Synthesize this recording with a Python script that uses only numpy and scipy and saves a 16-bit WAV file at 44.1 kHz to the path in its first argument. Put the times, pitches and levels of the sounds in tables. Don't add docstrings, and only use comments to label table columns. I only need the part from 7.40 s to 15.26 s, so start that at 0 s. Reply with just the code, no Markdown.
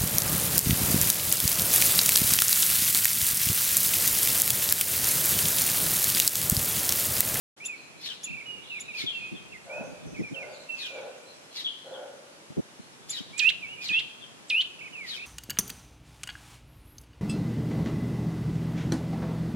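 import sys
import numpy as np
from scipy import signal
from scipy.fft import rfft, irfft
from scipy.io import wavfile
from scipy.ndimage import uniform_filter1d

SR = 44100
rng = np.random.default_rng(int(sys.argv[2]) if len(sys.argv) > 2 else 0)


def to_wav(sig):
    pcm = np.clip(np.atleast_2d(sig), -1, 1) * 32767
    pcm = np.round(pcm).astype(np.int16)
    wavfile.write(sys.argv[1], SR, pcm.T)


N = 346626
OPPOSED = np.array([[1], [-1]])


def from_db(db):
    return 10 ** (np.asarray(db) / 20)


def unit_rms(x):
    return x / np.sqrt(np.mean(x ** 2) + 1e-20)


def clock(length_s):
    return np.arange(int(length_s * SR)) / SR


def add(out, start_s, sound):
    i = max(int(start_s * SR), 0)
    out[:, i:i + sound.shape[-1]] += sound[..., :max(N - i, 0)]


def band(x, low_hz, high_hz, order=2):
    return signal.sosfilt(signal.butter(order, [low_hz, high_hz], "band", fs=SR, output="sos"), x)


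def resonance(x, hz, width_hz):
    r = np.exp(-np.pi * width_hz / SR)
    feedback = [1, -2 * r * np.cos(2 * np.pi * hz / SR), r * r]
    return signal.lfilter(np.array([1, 0, -1]) * (1 - r * r) / 2, feedback, x)


def wander(t, per_s, size=1024):
    return np.interp(t * per_s % size, np.arange(size), rng.standard_normal(size))


def swell(t, exponent):
    return np.abs(np.sin(np.pi * t / t[-1])) ** exponent


def coloured_noise(spectrum, size):
    hz, db = np.transpose(spectrum)
    bins_hz = np.arange(size // 2 + 1) * SR / size
    gain = from_db(np.interp(np.log(bins_hz + 1), np.log(hz), db))
    return unit_rms(irfft(rfft(rng.standard_normal(size)) * gain, size))


def syrinx(hz, partials=((1, 0),)):
    phase = 2 * np.pi * np.cumsum(hz) / SR
    return np.sqrt(2) * sum(from_db(db) * np.sin(k * phase) * (k * hz < SR / 2) for k, db in partials)


def place(x, pan_db, lead_ms):
    fine = signal.resample_poly(x, 4, 1)
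    shift = round(lead_ms / 2000 * 4 * SR)
    i = 4 * np.arange(len(x))
    return np.array([from_db(side * pan_db / 2) * fine.take(i - side * shift, mode="clip")
                     for side in (1, -1)])


def woods(x, near_db, far_db, near_t60_s, far_t60_s):
    t = clock(1.5)
    twigs = rng.standard_normal((2, len(t))) * (rng.random(len(t)) < .06) * (t > .004)
    near = band(twigs, 340, 8200, order=1) * from_db(-60 * t / near_t60_s)
    trunks = band(rng.standard_normal((2, len(t))), 110, 5900)
    far = trunks * from_db(-60 * t / far_t60_s) * (1 - np.exp(-t / .01))
    response = (from_db(near_db) * unit_rms(near) + from_db(far_db) * unit_rms(far)) / np.sqrt(2 * len(t))
    return signal.fftconvolve(x, response, axes=1)[:, :N]


# f/Hz, density/dB
HUSH_MID_SPECTRUM = [(30, -50), (70, -22), (140, -6), (300, -2.5), (520, -5.5), (950, -8), (2000, -12.5),
                     (3000, -12.5), (4200, -16.5), (6000, -16.5), (11000, -22), (13000, -34)]
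HUSH_SIDE_SPECTRUM = [(30, -50), (70, -48), (140, -43), (300, -12.5), (520, -9.5), (950, -8), (2000, -11),
                      (3000, -11.5), (4200, -15), (6000, -15), (11000, -23), (13000, -38)]


def hush(level_db=-54.5):
    mid = coloured_noise(HUSH_MID_SPECTRUM, N)
    side = coloured_noise(HUSH_SIDE_SPECTRUM, N)
    return from_db(level_db) * (mid + side * OPPOSED)


# t/s, level/dB
BREEZE_CURVE = [(0.35, -66.5), (1.1, -60), (2.34, -61.5), (2.73, -51), (3.13, -64.5), (4.41, -77),
                (5.83, -61), (6.0, -58.5), (7.06, -65), (7.86, -61.5)]
# f/Hz, density/dB
RUMBLE_SPECTRUM = [(20, -41), (50, -17), (90, -18.5), (150, -5.5), (250, -17.5), (450, -13.5), (1000, -59),
                   (4000, -70)]


def breeze(gain_db=2.5):
    t = np.arange(N) / SR
    rumble = coloured_noise(RUMBLE_SPECTRUM, N) * OPPOSED + .5 * coloured_noise(RUMBLE_SPECTRUM, N)
    return rumble * from_db(gain_db + np.interp(t, *np.transpose(BREEZE_CURVE)) + 3 * wander(t, 25))


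# t/s, length/s, level/dB
STRONG_PUFFS = [(.868, .13, -44.5), (1.637, 0.019, -33), (1.916, 0.053, -35.5), (2.38, 0.16, -40.5),
                (2.61, .14, -42.5), (2.765, 0.09, -31), (2.90, .06, -36), (5.10, 0.031, -40),
                (5.169, 0.037, -23), (5.393, 0.0147, -38.5), (5.803, 0.051, -38), (6.5, 0.023, -37)]


def air_bumps(gain_db=-1, puffs_per_s=6.4, puff_s=.02115, slot_s=.05, lumps_db=8.5):
    out = np.zeros((2, N))
    slots = np.arange(0, N / SR, slot_s)
    moments = slots[rng.random(len(slots)) < puffs_per_s * slot_s]
    small_puffs = [(s, puff_s, np.interp(s, *np.transpose(BREEZE_CURVE)) + 10.5) for s in moments]
    for start_s, length_s, db in list(STRONG_PUFFS) + small_puffs:
        t = clock(length_s)
        top_hz = max(350 * from_db(.17 * (db + 31.5)), 200)
        side, mid = band(rng.standard_normal((2, SR)), 118.4, top_hz, order=3)[:, -len(t):]
        thud = unit_rms(side) * OPPOSED + .36 * unit_rms(mid)
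        lumpy = unit_rms(thud * from_db(lumps_db * wander(t, 59.6)))
        add(out, start_s, lumpy * swell(t, .25) * from_db(db + gain_db))
    return band(out, 80, 1250)


# t/s, length/s, low f/Hz, high f/Hz, slurs per s, level/dB
TWITTER_BOUTS = [(0.198, 7.6, 3220, 7960, 6.8, -65), (1.099, 0.38, 3420, 3940, 69, -58.5),
                 (2.097, 2.0, 5560, 7950, 19, -61.5), (3.07, 0.11, 3583, 4500, 73, -58)]


def twitter(shake=.041):
    out = np.zeros((2, N))
    for start_s, length_s, low_hz, high_hz, per_s, db in TWITTER_BOUTS:
        for when, height, size, slope, loudness in rng.random((int(per_s * length_s), 5)):
            t = clock(.02 + .04 * size)
            base_hz = low_hz * (high_hz / low_hz) ** height
            hz = base_hz * (1 + .2 * (slope - .5) * t / t[-1] + shake * wander(t, 900))
            add(out, start_s + when * length_s, syrinx(hz) * swell(t, 1) * from_db(db + 4 * loudness))
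    return woods(out, near_db=0, far_db=-4, near_t60_s=.2, far_t60_s=.8)


# t/s, length/s, level/dB
FAR_BIRD_NOTES = [(0.355, 0.1, -58.5), (0.568, 0.15, -57), (3.86, 0.068, -54.5), (4.107, .15, -55.5),
                  (4.417, 0.1, -63.5), (5.40, 0.051, -63)]


def far_bird(gain_db=-3, pitch_hz=4140):
    out = np.zeros((2, N))
    for start_s, length_s, db in FAR_BIRD_NOTES:
        t = clock(length_s)
        hz = pitch_hz * (1 + .025 * wander(t, 600))
        add(out, start_s, syrinx(hz) * swell(t, .23) * from_db(db + gain_db))
    return out + woods(out, near_db=0, far_db=-3, near_t60_s=.25, far_t60_s=.8)


# t/s, length/s, pitch f/Hz, throat f/Hz, level/dB
BARK_CALLS = [(2.257, 0.23, 300.7, 574, -38.5), (2.93, 0.24, 291.2, 529, -41.5),
              (3.487, 0.231, 267.9, 515, -39.5), (4.438, 0.27, 283.5, 524, -40)]
# f/Hz, width/Hz, level/dB
UPPER_FORMANTS = [(1445, 88, -12), (2260, 680, -28)]


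def barks(gain_db=-3):
    out = np.zeros((2, N))
    for start_s, length_s, pitch_hz, throat_hz, db in BARK_CALLS:
        t = clock(length_s)
        arch = swell(t, .6)
        hz = pitch_hz * (.88 + .15 * arch + .06 * wander(t, 150))
        pulses = np.diff(np.floor(np.cumsum(hz) / SR), prepend=0)
        source = unit_rms(pulses) + 1.4 * rng.standard_normal(len(t))
        throat = resonance(source, throat_hz, width_hz=190)
        voice = unit_rms(resonance(throat, throat_hz, width_hz=425))
        for formant_hz, width_hz, formant_db in UPPER_FORMANTS:
            voice += from_db(formant_db) * unit_rms(resonance(source, formant_hz, width_hz))
        add(out, start_s, band(voice, 330, 2000, order=3) * arch * from_db(db + gain_db))
    mono_blur = woods(out, near_db=-6, far_db=-5.5, near_t60_s=.28, far_t60_s=1.22).mean(axis=0)
    return out + mono_blur + woods(out, near_db=-3, far_db=-8.5, near_t60_s=.7, far_t60_s=2.2)


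# t/s, length/s, start f/Hz, end f/Hz, level/dB, warble 0-1
WHISTLE_NOTES = [(0.201, 0.092, 2156, 2705, -41, 0.41), (0.271, .08, 2700, 2310, -37, 0.07),
                 (0.853, 0.18, 2685, 2366, -38.5, 0.82), (1.056, 0.15, 2930, 2835, -40.5, 0.01),
                 (1.297, 0.098, 2873, 2300, -36.5, 0.38), (1.479, 0.046, 2620, 2366, -38, 0),
                 (1.531, 0.11, 2650, 2240, -37.5, 0.52), (1.722, .078, 2795, 2675, -36.5, 0),
                 (1.806, 0.093, 2435, 2546, -38, 0.09), (2.119, 0.052, 2755, 1910, -44, .6),
                 (2.295, 0.13, 2212, 2595, -40, 0.19), (2.743, 0.072, 2414, 2190, -45, 0.86),
                 (2.827, 0.067, 2440, 2358, -40, 0.22), (2.94, .11, 3040, 2140, -39.5, 0.43),
                 (3.288, 0.084, 2660, 2690, -35, 0.13), (3.358, 0.25, 2570, 2333, -44, 0.18),
                 (5.932, 0.098, 2206, 2510, -40.5, 0.12), (6.223, .04, 2400, 2357, -35.5, 0.2),
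                 (6.255, 0.11, 2355, 2934, -42, 0.22), (6.374, .075, 2363, 2486, -39.5, 0.2),
                 (7.388, 0.097, 2590, 2370, -41, 1), (7.527, .15, 2926, 1920, -40, 0.06),
                 (7.763, 0.091, 2330, 2575, -40, 1)]


def whistles(gain_db=-1, warble_hz=29, warble_depth=.083, sag_depth=.0495, sag_s=.0147):
    out = np.zeros((2, N))
    for start_s, length_s, start_hz, end_hz, db, warble in WHISTLE_NOTES:
        t = clock(length_s)
        easing = 3.32 if end_hz > start_hz else .677
        slide_hz = start_hz + (end_hz - start_hz) * np.expm1(-easing * t / length_s) / np.expm1(-easing)
        shake = .8 * np.sin(2 * np.pi * warble_hz * t) + .35 * wander(t, 350)
        sag = sag_depth * np.exp((t - length_s) / sag_s)
        hz = slide_hz * (1 + (.0055 + warble_depth * warble) * shake - sag)
        envelope = swell(t, .31) * from_db(db + gain_db + 2.17 * wander(t, 139))
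        add(out, start_s, place(syrinx(hz, [(1, 0), (2, -36)]) * envelope, pan_db=-3, lead_ms=.1))
    return out + woods(out, near_db=-7.5, far_db=-9.5, near_t60_s=.065, far_t60_s=1.5)


# multiple, level/dB
FALLING_PARTIALS = [(.5, -15.5), (1, -0.5), (1.5, -26), (2, -32), (2.5, -23)]


def falling_note(length_s, top_hz, octaves_per_s, rough):
    t = clock(length_s)
    hz = top_hz * 2 ** (-octaves_per_s * t) * (1 + (.025 + .06 * rough) * wander(t, 1200))
    partials = [(k, db + (k != 1) * 20 * np.log10(rough)) for k, db in FALLING_PARTIALS]
    envelope = swell(t, .21) * from_db(2.7 * rough * wander(t, 349))
    return place(syrinx(hz, partials) * envelope, pan_db=2.9, lead_ms=-.12)


# t/s, length/s, level/dB
CHIP_NOTES = [(0.63, 0.096, -39.5), (1.571, 0.053, -38), (3.38, 0.098, -40.5), (4.155, 0.063, -39.5),
              (5.711, 0.082, -39.5), (6.441, 0.038, -38), (7.673, 0.084, -40)]
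# f/Hz, density/dB
SCRATCH_SPECTRUM = [(700, -24), (1500, -17.5), (2400, -7.5), (3500, 0), (4800, -3), (6500, -8.5),
                    (9000, -21.5), (12000, -19)]


def chips(note_db=-.5, scratch_db=-8.5, scratch_lead_s=.04):
    out = np.zeros((2, N))
    for start_s, length_s, db in CHIP_NOTES:
        note = falling_note(length_s, top_hz=4590, octaves_per_s=7, rough=.85)
        add(out, start_s, from_db(db + note_db) * note)
        t = clock(length_s + 2 * scratch_lead_s)
        scratch = coloured_noise(SCRATCH_SPECTRUM, len(t)) * swell(t, .87)
        scratch *= from_db(db + scratch_db + 4.9 * wander(t, 281))
        add(out, start_s - scratch_lead_s, place(scratch, pan_db=1.4, lead_ms=-.074))
    return out + woods(out, near_db=1, far_db=-7, near_t60_s=.065, far_t60_s=1)


# t/s, level/dB
PIP_NOTES = [(1.663, -31.5), (4.245, -31), (6.527, -30.5)]


def pips(gain_db=1, echo_s=.277, echo_db=-18.5):
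    out = np.zeros((2, N))
    for start_s, db in PIP_NOTES:
        note = falling_note(length_s=.034, top_hz=3527, octaves_per_s=6.5, rough=.047)
        add(out, start_s, from_db(db + gain_db) * note)
    scattered = woods(out, near_db=-.5, far_db=-6.5, near_t60_s=.19, far_t60_s=.75)
    echo = woods(out, near_db=3, far_db=-3.5, near_t60_s=.22, far_t60_s=.72)
    add(out, echo_s, from_db(echo_db) * echo)
    return out + scattered


# t/s, length/s, top f/Hz, level/dB
TICK_NOTES = [(0.25, 0.025, 7430, -30.5), (0.833, 0.026, 7190, -31.5), (1.397, 0.027, 7280, -36.5),
              (5.694, 0.026, 7370, -29.5)]
# share of length, pitch ratio, level/dB
TICK_CONTOUR = [(0, .74, -9), (.2, .93, -5.5), (.45, 0.99, 3), (.75, 0.96, -1.5), (1, .89, -12)]
# multiple, level/dB
TICK_TIMBRE = [(.5, -13.5), (1, -2), (1.5, -11.5)]


def ticks(fizz_db=-17):
    out = np.zeros((2, N))
    share, ratio, contour_db = np.transpose(TICK_CONTOUR)
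    for start_s, length_s, top_hz, db in TICK_NOTES:
        progress = clock(length_s) / length_s
        hz = top_hz * uniform_filter1d(np.interp(progress, share, ratio), size=150)
        note = syrinx(hz, TICK_TIMBRE) * from_db(db + np.interp(progress, share, contour_db))
        add(out, start_s, place(note, pan_db=.21, lead_ms=.015))
        t = clock(2 * length_s)
        fizz = unit_rms(band(rng.standard_normal((2, len(t))), 2500, 11500))
        add(out, start_s - length_s / 2, fizz * swell(t, 1.1) * from_db(db + fizz_db))
    return out + woods(out, near_db=-8, far_db=-18, near_t60_s=.12, far_t60_s=.5)


# t/s, length/s, low f/Hz, high f/Hz, start level/dB, end level/dB, pan/dB,
# trunk echo gain, rasp/dB, 4th harmonic/dB, dive accent/(dB per octave)
CHIRP_NOTES = [(6, .087, 2425, 2788, -26.5, -17.5, -10, 0.39, -12.5, -41, 5.5),
               (6.492, 0.095, 2444, 2796, -27.5, -22, -4, 0.16, -15, -52, -3.5),
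               (7.105, .101, 2427, 3084, -25, -22, -1.5, 0.37, -28, -30, -4)]
# t/s from its start, pitch ratio, level/dB, roughness
CHIRP_DIVE = [(-.022, 3.0, -27, 1.22), (-.012, 3.3, -22, 0.8), (-.008, 2.7, -14.5, 0.7),
              (-.004, 1.7, -1, 0.48), (0, 1.17, 1.5, .15), (.006, 1.04, 0, 0.05)]
# t/s from its end, pitch ratio, level/dB, roughness
CHIRP_FLICK = [(0, 1.0, 0, .01), (.005, 1.2, -6, .2), (.009, 1.52, -14, .5), (.014, 1.1, -8, .45),
               (.019, .76, -17, .7), (.024, .7, -45, .7)]
# multiple, level/dB
CHIRP_TIMBRE = [(.5, -43), (1, 0), (1.5, -34), (2, -37)]
# f/Hz, density/dB
CRACK_SPECTRUM = [(1200, -11), (2200, 4.5), (3500, 3), (5000, -1), (7500, -3.5), (10000, -10), (12500, -13)]


def chirps(climb_after_s=.0246, crack_db=-6.5, trunk_delay_s=.007, scatter_db=-8.5):
    out, to_woods = np.zeros((2, 2, N))
    for (start_s, length_s, low_hz, high_hz, start_db, end_db, pan_db,
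         echo_gain, rasp_db, shrill_db, dive_db) in CHIRP_NOTES:
        dive = [(s, low_hz * ratio, start_db + db + dive_db * np.log2(ratio), rough)
                for s, ratio, db, rough in CHIRP_DIVE]
        rest = [(climb_after_s, low_hz, start_db, from_db(rasp_db))]
        flick = [(length_s + s, high_hz * ratio, end_db + db, rough)
                 for s, ratio, db, rough in CHIRP_FLICK]
        knots_s, *columns = np.transpose(dive + rest + flick)
        t = knots_s[0] + clock(knots_s[-1] - knots_s[0])
        glide_hz, db, rough = [np.interp(t, knots_s, column) for column in columns]
        hz = uniform_filter1d(glide_hz, size=90) * (1 + .005 * wander(t, 250))
        noise = band(rng.standard_normal(len(t)), 300, 1800)
        flutter = unit_rms(resonance(noise, hz=646, width_hz=98))
        voice = syrinx(hz, CHIRP_TIMBRE + [(4, shrill_db)]) * (1 + .85 * rough * flutter)
        voice += from_db(crack_db) * rough * np.sqrt(hz / low_hz) * coloured_noise(CRACK_SPECTRUM, len(t))
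        voice *= from_db(db + .7 * wander(t, 200))
        voice = band(voice, 1600, 16000, order=3)
        voice += echo_gain * np.interp(t - trunk_delay_s, t, voice, left=0)
        add(out, start_s + t[0], place(voice, pan_db, lead_ms=.03))
        add(to_woods, start_s + t[0], from_db(scatter_db) * voice)
    return out + woods(to_woods, near_db=0, far_db=-11.5, near_t60_s=.27, far_t60_s=1)


def scene():
    birds = chirps() + ticks() + whistles() + chips() + pips() + far_bird() + twitter()
    return birds + barks() + hush() + breeze() + air_bumps()


def record(dry, open_s=.1633, fade_s=.014, cutoff_hz=12700):
    opened = np.clip((np.arange(N) / SR - open_s) / fade_s, 0, 1)
    return signal.sosfilt(signal.ellip(10, .3, 80, cutoff_hz, fs=SR, output="sos"), dry * opened)


dry = scene()
out = record(dry)
to_wav(out)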